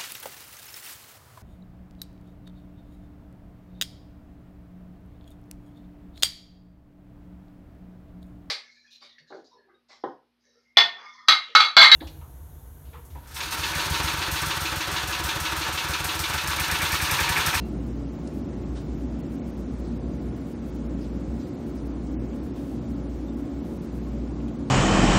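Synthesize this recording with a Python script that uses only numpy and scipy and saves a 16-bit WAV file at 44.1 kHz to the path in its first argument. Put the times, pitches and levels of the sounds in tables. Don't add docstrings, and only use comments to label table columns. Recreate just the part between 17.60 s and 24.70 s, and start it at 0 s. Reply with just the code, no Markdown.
import sys
import numpy as np
from scipy import signal
from scipy.fft import rfft, irfft
from scipy.io import wavfile
from scipy.ndimage import uniform_filter1d

SR = 44100
rng = np.random.default_rng(int(sys.argv[2]) if len(sys.argv) > 2 else 0)


def rack_gain(trim_db):
    fader = np.asarray(trim_db, float)
    return 10 ** (fader / 20)


def wrap_up_sound(samples):
    columns = np.atleast_2d(samples).T
    tamed = np.clip(columns, -1, 1)
    steps = np.round(tamed * 32767).astype(np.int16)
    wavfile.write(sys.argv[1], SR, steps)


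N = 313110
T = np.arange(N) / SR
HZ = np.fft.rfftfreq(N, 1 / SR) + 1e-9

# [f/Hz, rms level/dB]
MOTORS = [
    (59.173, -38.5),
    (58.239, -41.9),
]
# [multiple of shaft frequency, rms level/dB]
MOTOR_ORDERS = [(2, -56), (3, -54), (4, -49)]
IN_STEP_S = .215
# [multiple of ripple frequency, rms level/dB]
HUM = [(1, -55), (3, -46.6), (6, -63.5), (7, -65.2), (8, -78), (9, -69), (10, -77.5), (11, -69.5),
       (12, -70.1), (13, -83), (14, -81.5), (19, -85)]
RIPPLE_HZ = 119.97

# [f/Hz, spectral level/dB per Hz]
ROAR = [(28, -38), (40, -34), (55, -10.5), (82, -12.5), (140, -9.5), (250, -5.5), (315, -8), (345, -14),
        (600, -23), (760, -27.5), (1500, -38), (3000, -45.5), (7000, -51), (10000, -59)]
ROAR_DB = -32
# [f/Hz, width/Hz, peak
# level/dB per Hz]
CABIN_MODES = [(65.6, 15, -1), (89.2, 4, -14), (123, 5.9, -4.5), (152.4, 27, -8), (204.6, 11, -9),
               (230.8, 9.8, -0.5), (278.5, 17.8, -1), (310.8, 23, -7.5), (425, 2, -15), (450, 2.2, -20),
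               (502.6, 15.4, -17), (570.7, 24, -18), (649, 9.6, -22.5), (14000, 6, -39),
               (858, 6, -26), (1066, 5, -29), (1125, 7, -34), (2213, 3.6, -27.5)]
# [t/s, level/dB]
ROAR_SWELL = [(0, -33), (.5, -34), (1.0, -33), (1.5, -33), (2.0, -33.5), (2.6, -34), (2.9, -35), (3.55, -32),
              (4.1, -34.5), (4.5, -32.5), (5.1, -35.5), (5.6, -34), (6.1, -34.5), (6.6, -34), (7.1, -34)]
# [f/Hz, share/1, wander/dB]
FOLLOW = [(62, .3, 1.0), (250, 1.0, 1.2), (800, .1, .3), (3500, .0, .3)]

# [t/s, peak level/dB, centre f/Hz, width/Hz, decay t60/s]
RUSTLES = [(.0, -58.5, 3430, 3000, .25), (.925, -48, 1900, 600, 0.081), (1.03, -51, 2200, 1200, .1),
           (1.149, -45.5, 3430, 4500, 0.26), (1.151, -49.5, 1800, 1400, .2), (1.25, -59, 3500, 4000, .55),
           (2.24, -51.5, 4100, 2000, 0.28), (3.41, -48, 4930, 1500, 0.1), (3.79, -51.5, 4200, 3500, .3),
           (4.172, -53, 5200, 1800, 0.13), (4.72, -55, 2800, 1000, .1), (4.95, -53, 3000, 3000, 0.27)]
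RISE_PER_T60 = 0.053
# [t/s, peak level/dB, centre f/Hz, width/Hz, decay t60/s]
TICKS = [
    (0.673, -45.5, 5000, 6040, 0.04),
    (.675, -57, 2530, 1600, 0.073),
    (2.533, -50, 5300, 1500, .05),
    (3.44, -52, 3600, 2500, 0.1),
    (4.465, -51.5, 5500, 5000, 0.068),
    (6.801, -51, 2600, 1200, .05),
    (6.879, -50, 2500, 3500, .06),
    (6.88, -59, 7000, 4000, 0.055),
]
TICK_RISE_S = 0.0012
# [t/s, peak level/dB, f/Hz, rise/s, decay t60/s]
PINGS = [(0, -57, 2690, .002, .1), (.004, -52, 4050, .004, .09), (.017, -53, 2720, .003, .22),
         (.037, -59, 4060, .004, .18), (.045, -57, 2770, .003, .12), (.204, -53, 2900, .001, .04),
         (3.408, -58, 5100, .002, .08), (3.424, -57, 5000, .002, .12), (5.682, -51.5, 3610, .002, .09),
         (6.465, -44, 1080, .004, .15), (6.765, -45, 1100, .004, .12)]

# [f/Hz, chance/1]
KEPT = [(2000, 1), (4000, .95), (4800, .86), (6500, .82), (7900, .46), (9200, .14), (11600, .09),
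        (14500, .13)]
# [start t/s, end t/s]
FULL_TREBLE = [(0.052, 0.093), (0.267, 0.284), (0.731, 0.801), (1.585, 1.608), (1.718, 1.759),
               (1.863, 1.91), (1.974, 2.014), (2.183, 2.206), (2.763, 2.786), (2.868, 2.937),
               (3.059, 3.106), (3.146, 3.17), (3.872, 3.895), (4.063, 4.11), (4.145, 4.174), (4.255, 4.278),
               (4.743, 4.766), (4.83, 4.876), (4.957, 5.149), (5.3, 5.323), (5.764, 5.817), (6.049, 6.177),
               (6.217, 6.264), (6.345, 6.391)]
# [start t/s, end t/s, top f/Hz]
SET_TREBLE = [
    (.67, .7, 11500),
    (1.14, 1.2, 9800),
    (1.61, 1.63, 4700),
    (1.81, 1.83, 4700),
    (4.55, 4.59, 3000),
]


def unit(x):
    return x / np.sqrt(np.mean(x ** 2))


def tone(hz, db, start):
    return np.sqrt(2) * rack_gain(db) * np.cos(2 * np.pi * hz * (T - start))


def motors():
    shafts = sum(tone(hz, db, IN_STEP_S) for hz, db in MOTORS)
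    shaft_hz = MOTORS[0][0]
    overtones = sum(tone(k * shaft_hz, db, rng.random()) for k, db in MOTOR_ORDERS)
    return shafts + overtones


def hum():
    return sum(tone(k * RIPPLE_HZ, db, rng.random()) for k, db in HUM)


def resonance(hz, width):
    return 1 / (1 + ((HZ ** 2 - hz ** 2) / (HZ * width)) ** 2)


def walk(rate):
    hold = int(SR / rate)
    steps = np.repeat(rng.standard_normal(N // 500), hold)[:N]
    return unit(uniform_filter1d(uniform_filter1d(steps, hold), hold))


def roar(flicker_db=0.5, top_db=-70):
    hz, db = np.transpose(ROAR)
    power = rack_gain(2 * np.interp(np.log(HZ), np.log(hz), db, left=-90, right=top_db))
    for f, width, peak_db in CABIN_MODES:
        power = power + rack_gain(2 * peak_db) * resonance(f, width) ** 2
    steady = rfft(rng.standard_normal(N)) * np.sqrt(power)
    shared_db = np.interp(T, *np.transpose(ROAR_SWELL))
    shared_db = shared_db - shared_db.mean()
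    at, follows, wanders = np.transpose(FOLLOW)
    out = 0
    for octave in np.arange(9, 29) / 2:
        share = np.cos(np.pi * np.clip(np.log2(HZ) - octave, -.5, .5)) ** 2
        follow = np.interp(octave, np.log2(at), follows)
        wander_db = np.interp(octave, np.log2(at), wanders)
        swell_db = follow * shared_db + wander_db * walk(3) + flicker_db * walk(9)
        out = out + irfft(steady * share, N) * rack_gain(swell_db)
    return rack_gain(ROAR_DB) * unit(out)


def burst(rise, t60):
    t = np.arange(SR // 2) / SR
    return (1 - np.exp(-t / max(rise, 1e-4))) * 1000 ** (-t / t60)


def rustles(grain_db=1.3):
    out = np.zeros(N + SR)
    grains = rng.standard_normal(N) * rack_gain(grain_db * walk(80))
    grains = np.pad(grains, (0, SR), "wrap")
    events = [(*tick, TICK_RISE_S) for tick in TICKS]
    events += [(*rustle, RISE_PER_T60 * rustle[-1]) for rustle in RUSTLES]
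    for s, db, hz, width, t60, rise in events:
        start = int(s * SR)
        span = slice(start, start + SR // 2)
        peak = signal.iirpeak(hz, hz / width, SR)
        band = signal.lfilter(*peak, signal.lfilter(*peak, grains[span]))
        out[span] += rack_gain(db) * unit(band) * burst(rise, t60)
    return out[:N]


def pings():
    out = np.zeros(N + SR)
    waver = 1 + 0.01 * walk(180)[:SR // 2]
    for s, db, hz, rise, t60 in PINGS:
        ring = np.sin(2 * np.pi * hz * np.cumsum(waver) / SR)
        start = int(s * SR)
        out[start:start + SR // 2] += rack_gain(db) * ring * burst(rise, t60)
    return out[:N]


def treble_dropouts(x):
    hop, grid, top_hz, phone_sr = 1024, 977, 15830, 48000
    shift_hz_per_db = 350
    fast = signal.resample_poly(x, 160, 147, padtype="line")
    bins = np.arange(hop) + .5
    basis = np.cos(np.pi / hop * np.outer(np.arange(2 * hop) + .5 + hop / 2, bins))
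    basis *= signal.windows.kaiser_bessel_derived(2 * hop, 4 * np.pi)[:, None]
    padded = np.pad(fast, (2 * hop - grid, 3 * hop), "reflect")
    frames = padded[:len(padded) // hop * hop].reshape(-1, hop)
    coefs = np.hstack([frames[:-1], frames[1:]]) @ basis
    centre = ((np.arange(len(coefs)) - 1) * hop + grid) / phone_sr
    hz = bins * phone_sr / 2 / hop
    edges = np.r_[80, 88, 96:145:12, 160, 176, 196, 216, 240, 264, 292, 320:hop:32]
    band = np.searchsorted(edges, bins)
    middle = np.bincount(band, hz) / np.bincount(band)
    luck = rng.standard_normal((len(coefs), band.max() + 1))
    luck += .1 * np.roll(luck, 1, axis=0) + .3 * luck[:, :1]
    rank = luck.ravel().argsort().argsort().reshape(luck.shape) / luck.size
    treble = np.mean(coefs[:, (hz > 3000) & (hz < 7000)] ** 2, axis=1)
    bright_db = 10 * np.log10(uniform_filter1d(treble, size=4))
    shift_hz = shift_hz_per_db * (bright_db - np.median(bright_db))[:, None]
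    keep = rank <= np.interp(middle - shift_hz, *np.transpose(KEPT))
    for start, end, top in [(a, b, top_hz) for a, b in FULL_TREBLE] + SET_TREBLE:
        keep[(centre >= start) & (centre <= end)] = middle < top
    halves = (coefs * (keep[:, band] & (hz < top_hz))) @ basis.T * 2 / hop
    out = (halves[1:, :hop] + halves[:-1, hop:]).ravel()[hop - grid:]
    return signal.resample_poly(out, 147, 160, padtype="line")[:N]


def scene():
    return (motors() + hum() + roar() + rustles() + pings())[None]


def low_pass(x):
    return signal.sosfilt(signal.butter(12, 16260, fs=SR, output="sos"), x)


def record(dry):
    heard = dry[0] + rack_gain(-61.7) * rng.standard_normal(N)
    fade = np.minimum((T[-1] - T) / 0.0043, 1)
    mix = (treble_dropouts(heard) * fade)[None]
    return low_pass(mix)


dry = scene()
out = record(dry)
wrap_up_sound(out)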